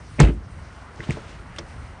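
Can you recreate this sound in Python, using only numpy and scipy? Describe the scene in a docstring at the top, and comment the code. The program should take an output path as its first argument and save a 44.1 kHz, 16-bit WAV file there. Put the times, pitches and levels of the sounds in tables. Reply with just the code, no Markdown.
"""Outdoors, a heavy vehicle door is slammed: the seal touches, the latch bangs home, panels rattle out.
Later the handle and latch knock and click more lightly, with a faint rustle of sleeve and hand.
Far traffic hums and hisses as coloured noise; a light breeze rumbles as resonant low noise.
The door is a bank of struck modes plus sagging sines; clicks are noise bursts, rattle is random ticks."""
import sys
import numpy as np
from scipy import signal
from scipy.io import wavfile

SR = 44100
rng = np.random.default_rng(int(sys.argv[2]) if len(sys.argv) > 2 else 0)


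def ratio_of_db(decibels):
    """Turn decibels (scalar or array-like) into linear amplitude factors; 0 dB maps to 1."""
    return 10 ** (np.asarray(decibels, float) / 20)


def log_audio(samples):
    """Write samples as a 16-bit WAV file to the path given in sys.argv[1]."""
    # one column per channel
    frames = np.atleast_2d(samples).T
    # limit to full scale, then quantise
    limited = np.clip(frames, -1, 1)
    pcm = np.round(limited * 32767).astype(np.int16)
    wavfile.write(sys.argv[1], SR, pcm)


N = 88200


def rms_one(x):
    """Scale to rms 1."""
    return x / np.sqrt(np.mean(x ** 2) + 1e-20)


def in_time(rows):
    """Interpolate the columns of a time table to every sample."""
    s, *columns = np.transpose(rows)
    return [np.interp(np.arange(N) / SR, s, c) for c in columns]


def drift(rate_hz):
    """Slow random wander of rms 1: noise through two equal poles at rate_hz."""
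    hop = 40  # samples per slow step
    r = np.exp(-2 * np.pi * rate_hz * hop / SR)
    noise = rng.standard_normal(N // hop + 2002)
    slow = signal.lfilter([1], [1, -2 * r, r * r], noise)[2000:]  # drop the filter's start-up
    return np.interp(np.arange(N) / hop, np.arange(len(slow)), rms_one(slow))


def bandpass(x, order, low_hz, high_hz):
    """Butterworth band-pass."""
    return signal.sosfilt(signal.butter(order, [low_hz, high_hz], "band", fs=SR, output="sos"), x)


def resonance(x, hz, width_hz):
    """Two-pole peak with gain 1 on top."""
    r = np.exp(-np.pi * width_hz / SR)
    poles = [1, -2 * r * np.cos(2 * np.pi * hz / SR), r * r]
    return signal.lfilter([(1 - r * r) / 2, 0, (r * r - 1) / 2], poles, x)


def coloured(sources, spectrum, tilt_db, patchy_db):
    """Half-octave bands, alternating between two sources, each with level, moving tilt and flicker."""
    hz, density_db = np.transpose(spectrum)
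    edges_hz = 24 * 2 ** np.arange(0, 9.1, 0.5)
    out = 0
    for k, (low_hz, high_hz) in enumerate(zip(edges_hz, edges_hz[1:])):
        centre_hz = np.sqrt(low_hz * high_hz)
        band = bandpass(sources[k % 2], 2, low_hz, high_hz)
        level_db = np.interp(np.log(centre_hz), np.log(hz), density_db)
        octaves = np.log2(max(centre_hz, 400) / 1500)  # tilt pivots at 1.5 kHz
        out = out + band * ratio_of_db(level_db + tilt_db * octaves + patchy_db * drift(10))
    return rms_one(out)


# far traffic in time: start_s, level_db (before lift_db), tilt_db_per_octave
TRAFFIC = [(0, -50.5, 2), (.17, -51.5, 4), (.35, -53, 0.5), (.6, -50, 1.5), (.9, -49.5, 1),
           (1.17, -47, 0.5), (1.39, -49, .5), (1.5, -50, 1.5), (1.8, -48.5, 2), (2, -50.5, 0)]
# far traffic spectrum: freq_hz, relative_density_db_per_hz
TRAFFIC_COLOUR = [(25, -20), (45, -2.5), (66, -2), (130, -10.5), (267, -17), (500, -20), (700, -19.5),
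                  (1230, -20.5), (2210, -28.5), (3580, -41.5), (5800, -38.5), (8000, -67), (11000, -36)]


def far_traffic():
    """Smooth noise in flickering bands, its level and brightness drifting."""
    lift_db = 7
    level_db, tilt_db = in_time(TRAFFIC)
    noise = rng.standard_normal((2, N))
    return ratio_of_db(level_db + lift_db) * coloured(noise, TRAFFIC_COLOUR, tilt_db, patchy_db=1.5)


# breeze rumble in time: start_s, level_db
RUMBLE = [(0, -42), (.35, -34), (.45, -44.5), (.53, -42), (.58, -36.5), (.7, -46.5), (.9, -93), (1.2, -52),
          (1.28, -47), (1.4, -44.5), (1.5, -39), (1.6, -48), (1.85, -38), (2, -73)]


def breeze_rumble():
    """Lumpy low rumble: noise through the same broad resonance twice."""
    centre_hz, width_hz, lump_db = 56.8, 78, 1.5
    once = resonance(rng.standard_normal(N), centre_hz, width_hz)
    low = resonance(once, centre_hz, width_hz)
    level_db, = in_time(RUMBLE)
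    return rms_one(low) * ratio_of_db(level_db + lump_db * drift(24))


# sleeve and hand rustling in time: start_s, level_db
RUSTLE = [(.97, -59.5), (1.04, -48), (1.08, -51), (1.12, -39.5), (1.14, -54), (1.28, -53), (1.36, -55.5),
          (1.42, -65)]


def rustle():
    """Faint bright friction while the handle is worked: band noise with an unsteady level."""
    level_db, = in_time(RUSTLE)
    hiss = bandpass(rng.standard_normal(N), 1, 1500, 3500)
    t = np.arange(N) / SR
    sounding = (t > RUSTLE[0][0]) * (t < RUSTLE[-1][0])
    return ratio_of_db(level_db + 2.0 * drift(27)) * rms_one(hiss) * sounding


# panel and trim rattle in time: start_s, level_db (before lift_db), tilt_db_per_octave
RATTLE = [(.184, -45, -4), (.191, -39, -7.5), (.196, -24, -3.5), (.203, -18.5, -4), (.215, -21.5, -5),
          (.228, -26.5, -1), (.238, -22, -5), (.262, -33.5, -3), (.293, -34.5, -4.5), (.305, -41, -5.5),
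          (.34, -63, 4.5)]
# rattle spectrum: freq_hz, relative_density_db_per_hz
RATTLE_COLOUR = [(180, -9), (300, -7), (789, -26), (1030, -23), (1760, -18.5), (2630, -20.5), (3240, -22.5),
                 (4500, -35.5), (10500, -30), (13600, -79), (22000, -120)]


def rattle():
    """Dense uneven ticks of loose panels and trim, coloured by the door."""
    ticks_per_s, spread_db, lift_db, tail_db_per_s = 2500, 2.0, 5.5, 300
    level_db, tilt_db = in_time(RATTLE)
    strength = ratio_of_db(spread_db * np.minimum(rng.exponential(1, (2, N)), 5))
    ticks = strength * rng.choice([-1, 1], (2, N))
    ticks = ticks * (rng.random((2, N)) < ticks_per_s / SR) + 1e-18
    t = np.arange(N) / SR
    sounding = (t > RATTLE[0][0]) * ratio_of_db(-tail_db_per_s * np.maximum(t - RATTLE[-1][0], 0))
    return ratio_of_db(level_db + lift_db) * sounding * coloured(ticks, RATTLE_COLOUR, tilt_db, patchy_db=-1.0)


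# latch clicks: start_s, level_db (before trim_db), pitch_hz, width_hz, t60_s
CLICKS = [(.192, -24, 2380, 516, 0.12), (0.2012, -10, 8100, 6200, 0.023), (.202, -27.5, 5860, 500, .05),
          (.204, -19, 1790, 346, 0.065), (0.2018, -9, 1120, 1640, 0.052), (0.213, -21.5, 3500, 2460, 0.079),
          (.231, -29, 2480, 595, 0.063), (0.244, -24.5, 2400, 600, 0.036), (0.96, -45, 5400, 3000, 0.014),
          (1.0045, -24, 1870, 395, 0.019), (1.033, -35, 1380, 695, 0.045), (1.036, -35.5, 3070, 810, 0.043),
          (1.098, -30, 2200, 900, 0.024), (1.1073, -20, 2230, 484, 0.016),
          (1.107, -28.5, 7700, 5030, 0.011), (1.562, -38.5, 6500, 7000, 0.012),
          (1.562, -39, 2730, 1500, 0.079), (1.585, -25, 3360, 600, 0.019), (1.584, -34, 4420, 2380, 0.033),
          (1.585, -37, 7600, 5100, 0.015), (1.5847, -29, 1750, 1670, 0.074),
          (1.588, -27.5, 5420, 1180, 0.03)]


def latch_clicks():
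    """Metal contact: an impulse plus chattering noise through a resonant band, dying away."""
    snap, trim_db = 0.84, -4  # snap: first contact against the chatter after it
    out = np.zeros(N)
    t = np.arange(SR // 10) / SR
    for start_s, level_db, pitch_hz, width_hz, t60_s in CLICKS:
        contact = snap * np.sqrt(SR / width_hz) * (t == 0)
        low_hz = max(pitch_hz - width_hz / 2, 100)
        burst = bandpass(rng.standard_normal(len(t)) + contact, 2, low_hz, pitch_hz + width_hz / 2)
        start = int(start_s * SR)
        out[start:start + len(t)] += rms_one(burst) * ratio_of_db(level_db + trim_db - 60 * t / t60_s)
    return out


# door thumps on the seal: start_s, level_db, start_hz, end_hz, glide_s, t60_s
THUMPS = [(.203, 0, 163.6, 140, 0.019, 0.086), (1.0911, -10, 237, 51.4, 0.0072, 0.071),
          (1.1043, -13, 192, 60.5, 0.0066, .06)]


def thumps():
    """The door bounces on its seal: a dying sine whose pitch sags as the seal relaxes."""
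    attack_s = 0.001
    out = np.zeros(N)
    for start_s, level_db, start_hz, end_hz, glide_s, t60_s in THUMPS:
        start = int(start_s * SR)
        t = np.arange(N - start) / SR
        turns = end_hz * t + (start_hz - end_hz) * glide_s * (1 - np.exp(-t / glide_s))
        envelope = ratio_of_db(level_db - 60 * t / t60_s) * (1 - np.exp(-t / attack_s))
        out[start:] -= envelope * np.sin(2 * np.pi * turns)  # inward first
    return out


# blows on the door: start_s, strength_db, lowest_mode_hz, highest_mode_hz, share_of_free_t60
BLOWS = [(.186, -31.5, 152, 895, 0.57), (0.195, -46, 150, 900, 0.27), (.2030, -10, 274, 1200, 0.39),
         (0.2155, -13, 30, 110, 1.0), (0.2277, -14, 217, 486, 0.38), (0.26, -21.5, 99, 506, 0.57),
         (.288, -22.5, 120, 360, 0.74), (0.996, -29, 120, 400, 0.4), (1.032, -30, 252, 450, 0.25),
         (1.072, -29.5, 250, 400, 0.27), (1.088, -31, 250, 900, 0.54), (1.116, -41, 60, 198, 0.34),
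         (1.1003, -17.5, 280, 480, 0.26), (1.139, -29.5, 81, 250, 0.52), (1.1714, -22, 375, 640, 0.29),
         (1.175, -31, 50, 120, 0.18), (1.587, -32, 400, 810, 0.45), (1.596, -39.5, 147, 715, 0.9),
         (1.763, -31, 101, 357, 0.14)]
# door modes: freq_hz, level_db, free_t60_s
DOOR = [(53.8, 9, 0.34), (90, 0.5, 0.29), (141, 12, 0.08), (193, -17, 0.98), (217.6, -11, 0.5),
        (286.2, -7, 0.27), (343.5, -4.5, 0.26), (386, -5, 0.14), (435, -5, 0.2), (544, -11, 0.19),
        (594, -4.5, 0.19), (638, -1, 0.063), (798, 4.5, 0.038), (843, -13, 0.14), (999, -7.5, 0.23)]


def door_body():
    """Each blow rings the modes its place and hardness reach; all swing inward first."""
    spread_db, contact_cycles = 3, 0.57  # unevenness per mode; time constant of a mode's swell
    out = np.zeros(N)
    for start_s, strength_db, low_hz, high_hz, share in BLOWS:
        start = int(start_s * SR)
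        t = np.arange(N - start) / SR
        for hz, level_db, free_t60_s in DOOR:
            reach = -1 / np.sqrt((1 + (low_hz / hz) ** 6) * (1 + (hz / high_hz) ** 6))
            swell = 1 - np.exp(-t * hz / contact_cycles)
            peak_db = strength_db + level_db + rng.normal(0, spread_db)
            decay = ratio_of_db(peak_db - 60 * t / (free_t60_s * share))
            out[start:] += reach * swell * decay * np.sin(2 * np.pi * hz * t)
    return out


def scene():
    """All sources, one channel."""
    background = far_traffic() + breeze_rumble()
    handling = rustle() + rattle() + latch_clicks()
    return (background + handling + thumps() + door_body())[None]


def roll_off(x):
    """The treble ends steeply here."""
    return signal.sosfilt(signal.butter(12, 11110, fs=SR, output="sos"), x)


def record(dry):
    """The deepest bass is lost, peaks are rounded, the top is cut."""
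    low_cut_hz, ceiling, stopband_hz = 30, 1.1, 11300
    no_bass = signal.sosfilt(signal.butter(2, low_cut_hz, "high", fs=SR, output="sos"), dry)
    rounded = ceiling * np.tanh(no_bass / ceiling)
    mix = signal.sosfilt(signal.cheby2(8, 50, stopband_hz, fs=SR, output="sos"), rounded)
    return roll_off(mix)


dry = scene()
out = record(dry)
log_audio(out)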